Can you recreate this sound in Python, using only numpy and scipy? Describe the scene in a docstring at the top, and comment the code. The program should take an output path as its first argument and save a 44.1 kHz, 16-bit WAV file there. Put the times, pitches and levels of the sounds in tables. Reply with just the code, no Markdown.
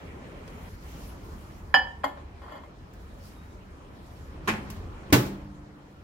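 """Street rumble, room noise and rustling sleeves come first, then a tick, in a small kitchen on a close stereo pair.
A ceramic dish is set on the glass plate of a microwave oven, rocks once and is nudged into place.
The door swings with a faint squeak, its hooks catch, a switch ticks and the door slams shut; the steel case hums on.
Dish, plate and panels are banks of ringing modes driven by clicks and grit; background, rub, clatter and
reverberation are coloured noise in bands, and the squeak is an unsteady sine."""
import sys
import numpy as np
from scipy import signal
from scipy.io import wavfile

SR = 44100
rng = np.random.default_rng(int(sys.argv[2]) if len(sys.argv) > 2 else 0)


def digitize_waveform(pressure):
    """Quantize a signal to 16-bit integers and store it at the path in sys.argv[1].

    Rows of a 2-D input are taken as channels; values are limited to [-1, 1].
    """
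    field = np.atleast_2d(pressure).T
    bounded = np.clip(field, -1, 1)
    quanta = np.round(bounded * 32767).astype(np.int16)
    wavfile.write(sys.argv[1], SR, quanta)


N = 266231   # samples
TIME = np.arange(N) / SR   # s

# noise bands 0.4 octave wide, f/Hz
EDGES = 22 * 2 ** np.arange(0, 9.9, .4)
CENTRES = np.sqrt(EDGES[1:] * EDGES[:-1])

# dish meets plate: [t/s, plate push level/dB, dish push level/dB, contact sharpness f/Hz]
TOUCHES = [(1.741, -8, -28.5, 7100), (1.868, -39.5, -60, 2500), (2.035, -26.5, -41, 2480),
           (2.0403, -48, -24.5, 6500), (2.172, -66, -40.5, 700), (2.389, -71, -69, 5020),
           (2.417, -53, -50.5, 5970), (2.494, -50.5, -56, 5000), (2.635, -67, -51, 5170)]
# dish dragged over the plate: (start t/s, attack t/s, hold t/s, release t/s, relative level/dB)
SLIDE = (2.33, .14, .09, .14, -47)
SLIDE_UNEVEN_DB = 4.5   # it sticks and slips
# colour of a dish foot on glass: [f/Hz, relative level/dB per Hz]
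KNOCK_COLOUR = [(240, -50.5), (400, -26), (572, -7), (1040, 0), (2610, -25), (3310, -17.5), (4590, -35.5),
                (5400, -44), (7060, -43), (12800, -42), (14000, -74.5)]
# modes of the door leaf: [f/Hz, relative level/dB, 60 dB decay t/s]
DOOR_MODES = [(108, -14, 0.33), (197.4, -12.5, 0.78), (216.5, -3, 0.34), (325, -11.5, 0.16),
              (396.5, -0.5, 0.11), (543, -20, 0.56), (874, -15, 0.46), (1070, 4, 0.15),
              (1180, -18.5, 0.088), (1850, -18, 0.13), (2280, -22.5, 0.065), (2450, -8.5, .25),
              (2549, -6.5, 0.24), (2660, -15.5, 0.28), (2750, -18, 0.18), (6500, -3.5, 0.073)]
# reverberation of the kitchen: [f/Hz, 60 dB decay t/s]
KITCHEN_T60 = [(100, 0.35), (400, 0.56), (1500, 0.33), (5000, 0.37), (15000, 0.29)]


def amp(db):
    """dB to gain."""
    return 10 ** (np.asarray(db) / 20)


def rms_one(x):
    """Scale to rms 1."""
    return x / np.sqrt(np.mean(x ** 2) + 1e-20)


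def in_time(points):
    """A curve of (t/s, value) points, one value a sample."""
    t, values = np.transpose(points)
    return np.interp(TIME, t, values)


def at_hz(points, hz):
    """A curve over frequency, read on a log axis."""
    f, values = np.transpose(points)
    return np.interp(np.log(hz), np.log(f), values)


def ramp(start, attack, hold, release):
    """0 to 1 and back: attack, hold, release."""
    corners = start + np.cumsum([0, attack, hold, release])
    return np.interp(TIME, corners, [0, 1, 1, 0])


def swell(start, attack, hold, release, db):
    """Gain of a sound that creeps in, holds and dies away."""
    return amp(db) * ramp(start, attack, hold, release) ** 2


def drift(rate_hz):
    """Slow chance wander of spread 1: noise low-passed at rate_hz, drawn at every 40th sample."""
    r = np.exp(-2 * np.pi * rate_hz * 40 / SR)
    noise = rng.standard_normal(N // 40 + 2002)
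    slow = signal.lfilter([1], [1, -2 * r, r * r], noise)[2000:]   # without the filter's start
    return np.interp(np.arange(N) / 40, np.arange(len(slow)), rms_one(slow))


def clicks(times, levels_db):
    """Impulses at the given times."""
    out = np.zeros(N)
    out[np.round(np.asarray(times) * SR).astype(int)] = amp(levels_db)
    return out + 1e-18   # keeps the filters out of denormal numbers


def soften(x, hz):
    """Double one-pole low-pass: a softer contact pushes more slowly."""
    r = np.exp(-2 * np.pi * hz / SR)
    return signal.lfilter([(1 - r) ** 2], [1, -2 * r, r * r], x)


def ring(force, hz, t60):
    """A damped resonator: a unit click starts a sine of height 1 that loses 60 dB in t60 seconds."""
    r, w = amp(-60 / (t60 * SR)), 2 * np.pi * hz / SR
    return signal.lfilter([0, np.sin(w)], [1, -2 * r * np.cos(w), r * r], force)


def noise_bands(likeness):
    """Stereo noise in narrow bands, flat per Hz, with a left-right likeness that depends on frequency."""
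    white = rng.standard_normal((2, 2, N))
    bands = []
    for k, hz in enumerate(CENTRES):
        band_pass = signal.butter(2, EDGES[k:k + 2], "band", fs=SR, output="sos")
        mid, side = signal.sosfilt(band_pass, white[k % 2])   # neighbouring bands differ in source
        alike = np.clip(at_hz(likeness, hz), -1, 1)
        bands.append(np.sqrt(1 + alike) * mid + np.sqrt(1 - alike) * side * [[1], [-1]])
    return bands


def band_gains(spectrum):
    """Gains that give the summed bands this colour and rms 1."""
    gains = amp(at_hz(spectrum, CENTRES))
    return gains / np.sqrt(np.sum(gains ** 2 * np.diff(EDGES)) / (SR / 2))


def background():
    """Rumble, room noise and rustle add as powers in shared noise bands; each band flickers a little."""
    # colours of street, room at the worktop, room before the oven, sleeves: [f/Hz, relative level/dB per Hz]
    rumble_colour = [(12, -41), (20, -12.5), (35, 3), (59, 0), (92, 4.5), (124, -25.5), (146, -8),
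                     (260, -25.5), (340, -47.5), (570, -120)]
    worktop_colour = [(71, -37), (120, -3), (169, -3), (374, -10.5), (509, -9.5), (632, -19.5), (993, -14),
                      (1150, -19), (2360, -23.5), (4370, -39), (9000, -44), (11700, -72), (19800, -120)]
    room_colour = [(71, -34.5), (120, 0.5), (234, -3.5), (368, -3), (403, -6.5), (457, -21.5), (509, -8.5),
                   (758, -12.5), (993, -10.5), (1380, -15.5), (9000, -41), (11700, -61), (19800, -120)]
    rustle_colour = [(1470, -15.5), (2500, -1.5), (3550, -3.5), (5920, -3), (8800, -9.5), (11400, -5),
                     (14200, -6.5), (16000, -14)]
    # street rumble, and room noise before the oven: [t/s, level/dB]
    rumble_level = [(0, -45), (.25, -51.5), (.65, -46), (1.6, -46), (1.98, -49.5), (2.23, -49), (2.55, -54),
                    (3.0, -47), (3.75, -50.5), (4.5, -46), (4.83, -38), (4.97, -47.5), (5.26, -43.5),
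                    (5.8, -56), (6.04, -54)]
    room_level = [(.7, -53.5), (.98, -48), (1.4, -50.5), (2.3, -53.5), (4.2, -52), (4.65, -45.5),
                  (4.95, -49.5), (5.26, -45), (5.5, -53.5), (6.04, -55.5)]
    # sleeve rustles: [start t/s, attack t/s, hold t/s, release t/s, level/dB]
    rustles = [(-.3, 0.23, 0.55, 0.4, -73.5), (0.217, 0.38, 0.15, 0.051, -63.5),
               (0.646, 0.24, .16, 0.32, -58), (1.148, 0.11, .02, 1.07, -62.5), (2.7, 0.31, .5, .6, -72),
               (3.12, .14, 0.031, 0.18, -61), (3.594, 0.53, .1, .3, -68.5),
               (4.397, 0.069, 0.066, 1.4, -69.5)]
    # agreement of the two microphones: [f/Hz, left-right likeness from -1 to 1]
    likeness = [(60, 1), (130, 0.89), (290, 0.9), (640, 0.28), (1410, -0.4), (3100, 0.21), (6820, -0.067),
                (15000, 0)]
    worktop_db, hiss_db = -47, -78   # the hiss is a faint steady treble under the rustles
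    right_lag_s = .0001   # the background reaches the left microphone first

    before_oven = TIME > .692   # s; the listener is first at the worktop, then before the oven
    rumble = amp(in_time(rumble_level)) ** 2
    worktop = amp(worktop_db) ** 2 * ~before_oven
    room = amp(in_time(room_level)) ** 2 * before_oven
    rustle = amp(hiss_db) ** 2 + sum(swell(*row) ** 2 for row in rustles)
    powers = rumble, worktop, room, rustle
    spectra = rumble_colour, worktop_colour, room_colour, rustle_colour
    colours = np.transpose([band_gains(spectrum) ** 2 for spectrum in spectra])

    out = np.zeros((2, N))
    for band, colour in zip(noise_bands(likeness), colours):
        level = np.sqrt(sum(c * power for c, power in zip(colour, powers)))
        out += band * level * amp(1.84 * drift(9))
    left, right = out
    return np.array([left, np.roll(right, round(right_lag_s * SR))])


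def clatter(contacts, colour, bands, shorten, room_db):
    """Too many modes to count: each band flares at a contact, dies fast, and the room rings after."""
    # decay of the clatter, before shortening: [f/Hz, 60 dB decay t/s]
    door_t60 = [(100, 0.12), (400, 0.18), (1500, 0.079), (5000, 0.13), (15000, 0.047)]
    out = np.zeros((2, N))
    for s, db, rise_s, bright, push_db in contacts:
        start = round(s * SR)
        stop = min(start + SR * 3 // 4, N)
        t = np.arange(stop - start) / SR
        for band, gain, hz in zip(bands, band_gains(colour), CENTRES):
            fast = amp(-60 * t / (shorten * at_hz(door_t60, hz)))
            slow = amp(-60 * t / at_hz(KITCHEN_T60, hz))
            flare = (1 - np.exp(-t / rise_s)) * (fast + amp(room_db) * slow)
            tilt = amp(db + bright * np.log2(hz / 2000))
            out[:, start:stop] += gain * tilt * flare * band[:, start:stop]
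    return out


def thud(contacts, modes, soft_hz, leak_hz):
    """Padded pushes set the low, long modes of a panel ringing."""
    s, clatter_db, rise_s, bright, push_db = np.transpose(contacts)
    push = soften(clicks(s, push_db), soft_hz)
    # a small panel hardly radiates slow motion
    push = signal.sosfilt(signal.butter(2, leak_hz, "high", fs=SR, output="sos"), push)
    return sum(amp(db) * ring(push, hz, t60) for hz, db, t60 in modes)


def ticks(bands):
    """Small hard contacts, the door switch among them: short bright clatter and a push on the door leaf."""
    # [t/s, clatter level/dB, rise t/s, brightness/dB per octave, push level/dB]
    contacts = [(.477, -43.5, 0.00041, -6.5, -80), (2.935, -66.5, 0.00046, 3, -80),
                (4.701, -42, 0.0004, -0.5, -36), (4.764, -48, .0005, -8, -43),
                (5.102, -45, 0.00035, -6.5, -36.5)]
    # [f/Hz, relative level/dB per Hz]
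    colour = [(700, -16), (1500, -8), (3250, -2.5), (4080, -17), (5070, -2), (9560, -9), (16000, -7)]
    return (clatter(contacts, colour, bands, shorten=0.34, room_db=-12.0)
            + thud(contacts, DOOR_MODES, soft_hz=500, leak_hz=90))


def body(force, modes, rise_s):
    """Each mode builds up over rise_s and rings; neighbours swing against each other and radiate unequally."""
    step = 1 - amp(-60 / (rise_s * SR))
    out = np.zeros((2, N))
    for k, (hz, db, t60, pan_db) in enumerate(modes):
        gains = (-1) ** k * amp(db + np.array([[pan_db / 2], [-pan_db / 2]]))
        out += gains * 2 * step * ring(ring(force, hz, rise_s), hz, t60)
    return out


def crockery():
    """Touches and the gritty slide drive the modes of plate and dish; the oven walls send echoes after."""
    # glass plate, then dish damped by its filling and the hand:
    # [f/Hz, relative level/dB, 60 dB decay t/s, left minus right level/dB]
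    plate_modes = [(247.4, -30, 0.45, -1), (522.6, -34.5, 0.36, -5.5), (599, -10, 0.068, 2.5),
                   (755, -13, 0.13, -12), (800, -10, 0.081, -2), (847, -22, 0.38, -5),
                   (940, -28, 0.53, 2.5), (1034, -4.5, 0.048, 11), (1115, -22, 0.12, 4),
                   (1255, -22.5, .1, 13.5), (1412, -11.5, 0.086, 1.5), (1590, -9, .03, -3),
                   (1756, -6.5, 0.35, -14), (1750, -18.5, 0.3, 5), (1806, -26, .55, -8),
                   (1776, -1, 0.06, -14), (2350, -14.5, 0.034, 14.5), (2680, -21, 0.053, -0.5),
                   (2974, -15, 0.1, -15), (2971, -9.5, 0.24, 1), (3030, -27.5, .15, 15),
                   (3212, -11.5, 0.11, 3.5), (3994, -20, 0.017, -11), (4380, -38, 0.25, 2),
                   (4980, -15, 0.06, -6.5), (4947, -12.5, 0.16, -12), (6560, -44, .08, 1),
                   (7010, -30, 0.084, 2), (8800, -41, 0.13, -4), (12300, -32, 0.11, 0.5)]
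    dish_modes = [(279, -11.5, 0.19, -1.5), (605, 2.5, 0.099, 12), (848, -1.5, 0.063, -5),
                  (965, -15, 0.052, 4), (1045, 5.5, 0.041, 18), (1320, -1.5, 0.062, -4.5),
                  (1470, -5.5, 0.014, -15), (1870, -2.5, 0.069, 6), (2120, -12.5, 0.13, -6.5),
                  (3200, -11, 0.074, -1), (3336, -8, 0.043, 1), (4520, -15.5, 0.067, 4),
                  (4630, -24.5, 0.061, 1), (6170, -22.5, 0.036, -8), (6150, -22, 0.061, 5.5),
                  (7280, -18.5, .03, 3.5), (7250, -14, 0.057, 11), (8150, -38, .07, 2.5),
                  (9200, -29, .08, 1), (9600, -25.5, .05, 3), (10130, -15, 0.019, 3), (10800, -27, .03, 1),
                  (11800, -24, 0.091, 10.5), (12360, -21, .04, -0.5), (12460, -21, .03, 4),
                  (12550, -14.5, .05, 19), (13040, -28.5, .07, 2.5)]
    # echoes inside the oven: [delay to left t/s, delay to right t/s, relative level/dB]
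    echoes = [(.0011, .0003, -16), (.0024, .0019, -11), (.0041, .0052, -14.5), (.0073, 0.0072, -11)]

    grains = (rng.random(N) < 2500 / SR) * rng.standard_normal(N)   # 2500 a second on average
    grit = grains * swell(*SLIDE) * amp(SLIDE_UNEVEN_DB * drift(30))
    plate = soften(grit, 3100) * amp(-22)
    dish = soften(grit, 5500) * amp(-18)
    for s, plate_db, dish_db, sharp_hz in TOUCHES:
        plate = plate + soften(clicks([s], plate_db), sharp_hz)
        dish = dish + soften(clicks([s], dish_db), sharp_hz)

    # the rocking dish comes to rest where the plate's loudest modes swing and damps them
    rest_s, settle_s, muffle_db = 1.797, .012, -21
    damped = [mode for mode in plate_modes if 1700 < mode[0] < 1790]   # Hz
    free = [mode for mode in plate_modes if mode not in damped]
    muffle = amp(muffle_db * np.clip((TIME - rest_s) / settle_s, 0, 1))
    # once it stands flat these modes answer more weakly
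    stands_s, standing_db = 2.03, -8
    before_rest = plate * (TIME < rest_s) + 1e-18
    after_rest = plate * (TIME >= rest_s) * amp(standing_db * (TIME > stands_s)) + 1e-18

    plate_rise_s = .0047
    direct = (muffle * body(before_rest, damped, plate_rise_s)
              + body(after_rest, damped, plate_rise_s)
              + body(plate, free, plate_rise_s)
              + body(dish, dish_modes, rise_s=0.011))
    left, right = direct
    out = direct.copy()
    for left_s, right_s, db in echoes:
        out += amp(db) * np.array([np.roll(left, round(left_s * SR)), np.roll(right, round(right_s * SR))])
    return out


def foot_knocks(bands):
    """Each touch of the dish foot also gives a dense, short burst of noise."""
    contacts = [(s, dish_db - 3.0, .002, 0, 0) for s, plate_db, dish_db, sharp_hz in TOUCHES]
    return clatter(contacts, KNOCK_COLOUR, bands, shorten=0.37, room_db=-16.0)


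def tail(x, bands, t60s, gap_s):
    """Reverberation: noise that builds over gap_s and dies band by band."""
    t = np.arange(SR // 2) / SR
    decay = sum(band[:, :len(t)] * amp(-60 * t / at_hz(t60s, hz)) for band, hz in zip(bands, CENTRES))
    return signal.fftconvolve(x[None], decay * np.clip(t / gap_s, 0, 1), axes=1)[:, :N]


def walls(ware, bands):
    """Reverberation of the crockery in the oven and, building more slowly, in the kitchen."""
    # [f/Hz, 60 dB decay t/s]
    oven_t60 = [(200, 0.15), (2000, 0.062), (15000, 0.076)]
    mono = ware.mean(0)
    return (amp(-33) * tail(mono, bands, oven_t60, gap_s=.003)
            + amp(-40) * tail(mono, bands, KITCHEN_T60, gap_s=0.012))


def rub(bands):
    """The dragged foot also rubs: dull uneven noise under the ringing grit, coloured like its knock."""
    noise = sum(gain * band for gain, band in zip(band_gains(KNOCK_COLOUR), bands))
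    return amp(-10 + SLIDE_UNEVEN_DB * drift(60)) * swell(*SLIDE) * noise


def hinge():
    """A thin, unsteady tone of stick and slip."""
    # hinge slips: [start t/s, attack t/s, hold t/s, release t/s, level/dB before the unsteadiness]
    slips = [(3.345, .03, .03, .11, -71), (3.47, .04, .01, .025, -70)]
    level = sum(swell(*row) for row in slips) * amp(4.6 * drift(40))
    pitch_hz = 3760 + 12 * drift(60)
    return np.sqrt(2) * level * np.sin(2 * np.pi * np.cumsum(pitch_hz) / SR)


def hooks(bands):
    """The hooks catch: a run of contacts clatters and pushes the door leaf."""
    # [t/s, clatter level/dB, rise t/s, brightness/dB per octave, push level/dB]
    contacts = [(4.475, -32, 0.00061, 2, -30.5), (4.478, -32.5, 0.00081, 1, -33.5),
                (4.485, -29, 0.0024, -1, -25), (4.494, -42, .002, 0, -31.5), (4.535, -48.5, .003, -7, -41)]
    # [f/Hz, relative level/dB per Hz]
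    colour = [(71, -31), (120, -6), (410, -10), (617, -25), (684, -6), (1070, -9.5), (1210, -6),
              (1680, -0.5), (1830, 2.5), (2200, -5), (4410, -23), (5990, -23.5), (16000, -36.5)]
    return (clatter(contacts, colour, bands, shorten=0.81, room_db=-8.5)
            + thud(contacts, DOOR_MODES, soft_hz=4500, leak_hz=90))


def door_slam(bands):
    """The door hits its frame: dense clatter, and padded pushes that leave the steel case humming."""
    # [t/s, clatter level/dB, rise t/s, brightness/dB per octave, push level/dB]
    contacts = [(5.1246, -25, 0.00019, -1.5, -14), (5.127, -18.5, 0.00031, 1, -14.5),
                (5.133, -26, 0.0028, -2.5, -23.5), (5.139, -37.5, 0.0022, -2.5, -17.5),
                (5.150, -49, .002, -1, -31), (5.197, -63, 0.0045, 0, -33), (5.255, -50, 0.0041, 0.5, -41)]
    # [f/Hz, relative level/dB per Hz]
    colour = [(35, -33.5), (60, -30), (113, -1), (227, -13), (294, -1), (354, -17.5), (666, -11),
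              (732, -25.5), (1040, -6.5), (1250, -14.5), (1440, -11.5), (3340, -20.5), (12400, -31),
              (16000, -22.5)]
    # modes of the steel case: [f/Hz, relative level/dB, 60 dB decay t/s]
    case_modes = [(62, -23.5, .2), (92.7, -26, 0.35), (111, -0.5, 0.11), (130, -4, 0.22), (143.7, -28, 2.3),
                  (192, -21, 1.1), (197.4, -14.5, 1.58), (279, -15, 0.21), (287, -2.5, 0.39),
                  (296.6, -14, 2.72), (361, -28.5, 0.51), (397.5, -22, 0.5), (557, -30, 1.05),
                  (855, -21.5, 0.48), (1152, -17.5, 0.2), (1506, -6, 0.13)]
    return (clatter(contacts, colour, bands, shorten=0.81, room_db=-8.5)
            + thud(contacts, case_modes, soft_hz=1510, leak_hz=93))


def scene():
    """All sources at the two microphones."""
    # agreement of the two microphones near the oven: [f/Hz, left-right likeness from -1 to 1]
    door_likeness = [(60, 1), (130, 0.91), (290, 0.98), (640, 0.1), (1410, -0.23), (3100, -0.0068),
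                     (6820, -0.24), (15000, 0.93)]
    bands = noise_bands(door_likeness)
    ware = crockery() + foot_knocks(bands) + rub(bands)
    door = ticks(bands) + hinge() + hooks(bands) + door_slam(bands)
    return background() + ware + walls(ware, bands) + door


def record(dry):
    """The microphones lose the deepest bass, peaks are rounded, the top is cut."""
    sound = signal.sosfilt(signal.butter(3, 36, "high", fs=SR, output="sos"), dry)
    rounded = 1.5 * np.tanh(sound / 1.5)
    return signal.sosfilt(signal.ellip(10, .5, 60, 15800, fs=SR, output="sos"), rounded)


dry = scene()
out = record(dry)
digitize_waveform(out)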